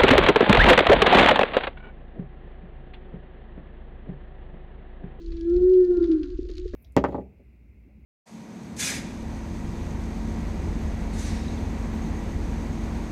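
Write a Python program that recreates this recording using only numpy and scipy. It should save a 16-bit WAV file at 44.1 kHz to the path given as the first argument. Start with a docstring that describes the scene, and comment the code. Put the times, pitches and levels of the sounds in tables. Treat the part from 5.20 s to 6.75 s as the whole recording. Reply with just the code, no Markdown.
"""One whale moan rises and falls under water, over crackling shrimp, soft knocks and a low rumble.
The moan is an almost pure tone with faint overtones, smeared by echoes between surface and seabed;
it turns hoarse as it falls. Snapping shrimp make the crackle. Water knocks on the camera housing,
and the swell rumbles underneath."""
import sys
import numpy as np
from scipy import signal
from scipy.fft import rfft, irfft, next_fast_len
from scipy.io import wavfile
from scipy.ndimage import map_coordinates

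SR = 44100
rng = np.random.default_rng(int(sys.argv[2]) if len(sys.argv) > 2 else 0)


def materialize(psi):
    """Save the field psi as 16-bit PCM at rate SR to the path in sys.argv[1].

    A 1-D psi becomes a single channel; in a 2-D psi each row is a channel.
    """
    bounded = np.clip(np.atleast_2d(psi).T, -1, 1)
    quanta = np.round(bounded * 32767).astype(np.int16)
    wavfile.write(sys.argv[1], SR, quanta)


N = 68355
T = np.arange(N) / SR

# Water noise spectra. Each row: frequency in Hz, relative level in dB.
RUMBLE_SPECTRUM = [(10, -8), (25, 2.5), (36, 9), (50, 0), (66, 3), (82, -11.5), (100, -16.5), (140, -31.5),
                   (250, -68), (800, -120)]
WASH_SPECTRUM = [(90, -7), (140, -8), (180, 3), (240, -1.5), (320, -1), (380, 4), (450, -4.5), (540, -23.5),
                 (700, -29.5), (900, -48), (2000, -100)]
HISS_SPECTRUM = [(600, -16.5), (900, -8), (1100, -0.5), (1600, 3.5), (2200, 1.5), (4400, 4.5), (5500, -6.5),
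                 (6800, -3.5), (8000, -16.5), (10000, -20.5), (12000, -33.5), (15000, -45)]
SPLASH_SPECTRUM = [(80, -7), (230, 12), (500, 11), (700, -9), (900, -25), (1150, -12), (1800, -10.5),
                   (3000, -34.5), (6000, -29.5), (10000, -57.5)]
# Swell, wash and hiss envelopes. Each row: time in seconds, level in dB (relative for the swell).
RUMBLE_DB = [(0, -46.5), (.12, -33), (.28, -41), (.36, -30), (.5, -36.5), (.6, -41), (.72, -39.5),
             (.82, -33.5), (1, -39), (1.12, -37.5), (1.23, -39), (1.33, -38.5), (1.41, -36), (1.55, -36)]
WASH_DB = [(0, -49.5), (.25, -50), (.42, -40), (.55, -51), (.85, -46), (1, -47.5), (1.12, -60.5),
           (1.3, -68.5), (1.55, -57)]
HISS_DB = [(0, -69.5), (.27, -70), (.35, -68.5), (.44, -68), (.53, -69), (.6, -71.5), (.67, -68),
           (.9, -68.5), (1.13, -68.5), (1.26, -70.5), (1.35, -68), (1.44, -67), (1.55, -66)]
# Knocks on the housing. 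Each row: peak time in seconds, level in dB, pitch in Hz, rise in seconds,
# splash in dB, low push in dB relative to the knock.
KNOCKS = [(.124, -41, 397, 0.0022, -63.5, -15), (1.193, -21, 332, 0.0031, -55.5, -7),
          (1.228, -31, 330, 0.0027, -72, -8), (1.256, -39.5, 390, 0.0045, -54.5, -17),
          (1.298, -35.5, 401, 0.0062, -44.5, -17), (1.392, -35, 340, 0.0083, -59.5, -14),
          (1.459, -24.5, 389, 0.0032, -73, -28), (1.54, -32.5, 376, 0.0057, -31.5, -7)]

# Near shrimp snaps. Each row: start in seconds, crack in dB, crack T60 in seconds, scatter in dB,
# ring in dB, direct click in dB.
SNAPS = [(0.0178, -52, 0.013, -70, -57, -72), (.061, -46.5, 0.011, -80.5, -51.5, -70.5),
         (0.1192, -53, 0.045, -58.5, -45.5, -65), (.166, -50.5, .022, -59.5, -52, -62.5),
         (.2098, -45, 0.015, -67, -55, -48.5), (0.23, -53.5, 0.011, -78.5, -65, -74),
         (0.297, -44, .009, -68, -65, -49), (0.34, -51, .014, -67.5, -66, -70.5),
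         (.3635, -45.5, .017, -63.5, -47, -58), (.495, -50, .009, -67, -61.5, -50),
         (0.5169, -52.5, 0.01, -72.5, -67.5, -61.5), (0.5356, -50, 0.018, -65, -64.5, -69),
         (0.5534, -51.5, .012, -73, -68, -69), (.603, -52.5, .008, -78, -67.5, -67),
         (.643, -52.5, .01, -70, -66.5, -46), (0.6496, -46, 0.01007, -71, -58, -62),
         (0.7688, -47.5, .02, -67, -66, -59), (.827, -47.5, 0.023, -61, -70, -63),
         (0.8397, -43.5, 0.034, -54.5, -56, -64), (.872, -51, 0.016, -69, -68, -58),
         (0.9142, -45.5, 0.034, -52, -64, -55), (1.0313, -41.5, 0.025, -55, -64.5, -55.5),
         (1.1025, -50, 0.013, -68, -64, -71), (1.23, -49.5, 0.0079, -79, -63, -60),
         (1.288, -49.5, 0.017, -55, -66, -53.5), (1.301, -44, .01, -72, -66, -59),
         (1.3135, -41, .011, -65, -58, -56), (1.336, -47, .011, -66, -60, -57),
         (1.353, -44, .011, -64, -51, -51.5), (1.3677, -47.5, 0.021, -65, -51, -56.5),
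         (1.374, -51, 0.015, -66, -59, -48.5), (1.3806, -34, .012, -59, -64, -44.5),
         (1.397, -42, .012, -68, -61.5, -50), (1.479, -44, 0.017, -66, -53, -54.5),
         (1.487, -50.5, 0.016, -77, -62, -66)]
# Snap and direct click spectra. Each row: frequency in Hz, relative level in dB.
SNAP_SPECTRUM = [(500, -27.5), (900, -23.5), (1200, -10), (2100, -4), (3200, 0), (4300, 2.5), (5300, -3),
                 (6800, -10), (7800, -27), (10000, -32.5), (15000, -50)]
CLICK_SPECTRUM = [(300, -50), (1000, -24.5), (3000, -11), (4200, -1.5), (5200, -1), (6500, -6), (8000, -10),
                  (10500, -8.5), (12500, -20.5), (15000, -31.5)]

# Decay of the sea's echoes. Each row: frequency in Hz, T60 in seconds.
SEA_T60_S = [(100, 0.14), (360, 0.95), (720, 1.3), (1400, 0.69), (5000, 0.37)]
# Moan pitch. Each row: time in seconds, fundamental in Hz.
PITCH_HZ = [(0, 335.7), (.22, 332.7), (.3, 344.6), (.37, 357.4), (.45, 363.7), (.53, 371.9), (.62, 362.4),
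            (.72, 356.3), (.82, 344.3), (.88, 333.2), (.93, 320.2), (1, 304.2), (1.08, 278.2)]
# Roughness of the fundamental. Each row: time in seconds, flutter depth from 0 to 1.
ROUGHNESS = [(0, .1), (.35, .06), (.5, 0), (.6, 0.08), (.72, .05), (.8, 0.3), (.92, 0.23), (1.05, 0.2)]
# Envelopes of fundamental, harmonics 6-12 and rasp. Each row: time in seconds, relative level in dB.
TONE_DB = [(0, -44), (.14, -38), (.24, -30), (.29, -21), (.37, -17), (.398, -23), (.435, -15), (.58, -15),
           (.64, -16.5), (.675, -20), (.71, -15), (.76, -29.5), (.783, -19.5), (.796, -25), (.82, -18.5),
           (.85, -22), (.873, -28.5), (.892, -17.5), (.95, -18.5), (1.02, -31), (1.08, -43), (1.16, -73.5)]
HIGH_HARMONICS_DB = [(0, -76), (.22, -72), (.33, -76.5), (.48, -79), (.55, -66.5), (.6, -79.5), (.8, -79),
                     (1, -91.5)]
RASP_DB = [(.55, -78.5), (.75, -67.5), (.95, -65.5), (1.06, -64.5), (1.15, -73), (1.3, -98)]
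# Low overtone envelopes. Each row: time in seconds, relative levels of harmonics 2, 3, 4, 5 in dB.
LOW_HARMONICS_DB = [(0, -80, -72, -84, -74), (0.169, -71.5, -73.5, -72.5, -73),
                    (.24, -64.5, -75.5, -77, -58.5), (.3, -65, -69.5, -58, -68),
                    (.4, -53.5, -68.5, -65.5, -71), (.48, -73.5, -63, -61, -61.5),
                    (0.549, -73.5, -74, -69.5, -75.5), (0.631, -66, -71, -60.5, -56),
                    (0.689, -57.5, -72.5, -63, -67.5), (0.739, -52.5, -62.5, -51.5, -68.5),
                    (.81, -59.5, -60, -51, -62.5), (0.878, -61, -70, -67.5, -66.5),
                    (0.959, -78, -75.5, -77.5, -77.5), (1.079, -104, -103.5, -94.5, -94.5)]
# Colour of the overtones, their echo and the rasp. Each row: frequency in Hz, gain in dB.
THROAT_GAIN_DB = [(550, -5.5), (680, -0.5), (760, -3.5), (900, -16.5), (1030, -2.5), (1850, -2.5),
                  (2050, -6), (2350, -1.5), (2900, -6), (3330, -0.5), (3700, -7), (4100, -1.5),
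                  (4500, -9.5)]
ECHO_GAIN_DB = [(700, -9), (1100, 0), (1500, 3), (2200, -4)]
RASP_SPECTRUM = [(400, -59.5), (700, -14.5), (900, -22.5), (1060, -2), (1200, -0.5), (1300, -10),
                 (1420, 1.5), (1620, 0), (1850, -10), (2300, -26.5), (5000, -77.5)]


def amp(db):
    """Decibels to gain."""
    return 10 ** (np.asarray(db) / 20)


def unit_rms(x):
    """Scale to rms 1."""
    return x / np.sqrt(np.mean(x ** 2) + 1e-20)


def at_hz(rows, hz):
    """Interpolate (Hz, value) rows on a log axis."""
    row_hz, values = np.transpose(rows)
    return np.interp(np.log(hz + 1), np.log(row_hz + 1), values)


def curve(rows):
    """Interpolate (s, value) rows at every sample."""
    return np.interp(T, *np.transpose(rows))


def wobble(knots_per_s):
    """Smooth random curve."""
    knots = rng.standard_normal(int(N * knots_per_s / SR) + 4)
    return map_coordinates(knots, [T * knots_per_s])


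def filtered(x, response):
    """Apply the gain response(hz)."""
    size = next_fast_len(N + SR // 2)
    hz = np.fft.rfftfreq(size, 1 / SR)
    return irfft(rfft(x, size) * response(hz), size)[:N]


def noise(spectrum, tilt_db_per_oct=0):
    """Coloured noise of rms 1, tilted above 1 kHz."""
    def response(hz):
        return amp(at_hz(spectrum, hz) + tilt_db_per_oct * np.log2(np.maximum(hz, 1000)))
    return unit_rms(filtered(rng.standard_normal(N), response))


def band(centre_hz, width_hz):
    """Noise of rms 1 in one narrow resonance."""
    white = rng.standard_normal(N)
    return unit_rms(filtered(white, lambda hz: np.exp(-((hz - centre_hz) / width_hz) ** 2)))


def burst(start_s, t60_s, attack_s=0.001):
    """Fast rise, exponential decay."""
    age_s = np.maximum(T - start_s, 0)
    return (1 - np.exp(-(age_s / attack_s) ** 2)) * amp(-60 * age_s / t60_s)


def water():
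    """The surging rumble of the swell, a low wash and a thin hiss."""
    rumble = amp(curve(RUMBLE_DB) + 2) * noise(RUMBLE_SPECTRUM)
    wash = amp(curve(WASH_DB)) * noise(WASH_SPECTRUM)
    hiss = amp(curve(HISS_DB)) * noise(HISS_SPECTRUM)
    return rumble + wash + hiss


def knocks(fall_ratio=1.6):
    """Water hits the housing: a few soft cycles, a low push and a faint splash."""
    out = np.zeros(N)
    for peak_s, level_db, pitch_hz, rise_s, splash_db, push_db in KNOCKS:
        width_s = rise_s * np.where(T < peak_s, 1, fall_ratio)
        pulse = amp(level_db) * np.exp(-((T - peak_s) / width_s) ** 2)
        out += pulse * (np.sin(2 * np.pi * pitch_hz * (T - peak_s)) - amp(push_db))
        splash = burst(peak_s - rise_s, t60_s=0.17, attack_s=0.0012) * noise(SPLASH_SPECTRUM)
        out += amp(splash_db) * splash
    return out


def far_shrimp(snaps_per_s=130, spread_db=1.5, t60_s=0.0097, level_db=-70):
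    """Distant snaps merge into a soft fizz."""
    onsets = rng.random(N) < snaps_per_s / SR
    hits = onsets * amp(spread_db * np.minimum(rng.exponential(size=N), 3))
    energy = signal.fftconvolve(hits ** 2, burst(0, t60_s) ** 2)[:N]
    return amp(level_db) * unit_rms(np.sqrt(np.abs(energy)) * noise(SNAP_SPECTRUM))


def near_shrimp():
    """Each snap: a short crack, fading scatter, a ring of the housing and a direct click."""
    out = np.zeros(N)
    for start_s, crack_db, t60_s, scatter_db, ring_db, click_db in SNAPS:
        tilt_db_per_oct = -7.5 * np.log2(t60_s / 0.018)  # longer cracks are duller
        crack = burst(start_s, t60_s) * noise(SNAP_SPECTRUM, tilt_db_per_oct)
        scatter = burst(start_s, t60_s=0.14) * noise(SNAP_SPECTRUM, tilt_db_per_oct=-4)
        ring = burst(start_s, t60_s=0.028) * band(centre_hz=4250, width_hz=580)
        click = burst(start_s, t60_s=0.0036, attack_s=0.00026) * noise(CLICK_SPECTRUM)
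        out += amp(crack_db) * crack + amp(scatter_db) * scatter
        out += amp(ring_db) * ring + amp(click_db) * click
    return out


def hanging_echo(full_db=-42, build_s=1.7):
    """The song's far reverberation: a narrow, wavering noise band that grows steadily."""
    return amp(full_db) * band(centre_hz=362.4, width_hz=6.8) * np.minimum(T / build_s, 1)


def sea_echoes(x, delay_s=0.032, build_s=0.03):
    """Surface and seabed echoes build up, then decay at a rate set by frequency; same rms as x."""
    hz, age_s, spectra = signal.stft(rng.standard_normal(N), SR, nperseg=256)
    build = 1 - np.exp(-np.maximum(age_s - delay_s, 0) / build_s)
    decay = amp(-60 * age_s / at_hz(SEA_T60_S, hz)[:, None])
    _, tail = signal.istft(spectra * build * decay, SR, nperseg=256)
    return unit_rms(signal.fftconvolve(x, tail)[:N]) * np.std(x)


def late_echo(x, delay_s=0.42, gain_db=-24.5):
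    """One distant reflection, which beats against the falling tone."""
    return amp(gain_db) * np.interp(T - delay_s, T, x, left=0)


def whale_rasp(flicker_db=2.7):
    """The hoarse, diffuse end of the moan."""
    return amp(curve(RASP_DB) + flicker_db * wobble(30)) * noise(RASP_SPECTRUM)


def whale_overtones(pitch_hz, phase, flicker_depth=0.35):
    """Harmonics 2-12, coloured by the throat; each flickers on its own."""
    times_s, *low_db = np.transpose(LOW_HARMONICS_DB)
    out = np.zeros(N)
    for k in range(2, 13):
        level_db = np.interp(T, times_s, low_db[k - 2]) if k <= 5 else curve(HIGH_HARMONICS_DB)
        throat_db = at_hz(THROAT_GAIN_DB, k * pitch_hz)
        flicker = 1 + flicker_depth * wobble(60)
        out += amp(level_db + throat_db) * flicker * np.sin(k * phase)
    return out


def whale_moan(jitter=0.0025, tone_wet_db=-15, overtone_wet_db=-5):
    """A strong fundamental that roughens as it falls, weak overtones, and their echoes."""
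    pitch_hz = curve(PITCH_HZ) * (1 + jitter * wobble(40))
    phase = 2 * np.pi * np.cumsum(pitch_hz) / SR
    flutter = wobble(90) * np.sin(phase) + wobble(90) * np.cos(phase)
    tone = np.sqrt(2) * amp(curve(TONE_DB)) * (np.sin(phase) + curve(ROUGHNESS) * flutter)
    overtones = whale_overtones(pitch_hz, phase)
    overtone_echo = filtered(sea_echoes(overtones), lambda hz: amp(at_hz(ECHO_GAIN_DB, hz)))
    echoes = amp(tone_wet_db) * sea_echoes(tone) + amp(overtone_wet_db) * overtone_echo
    return tone + overtones + echoes + late_echo(tone)


def scene():
    """All sources at one microphone."""
    whale = whale_moan() + whale_rasp() + hanging_echo()
    return (whale + near_shrimp() + far_shrimp() + knocks() + water())[None]


def record(dry):
    """The camera passes nothing above 15 kHz."""
    return filtered(dry[0], lambda hz: hz < 15000)[None]


dry = scene()
out = record(dry)
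materialize(out)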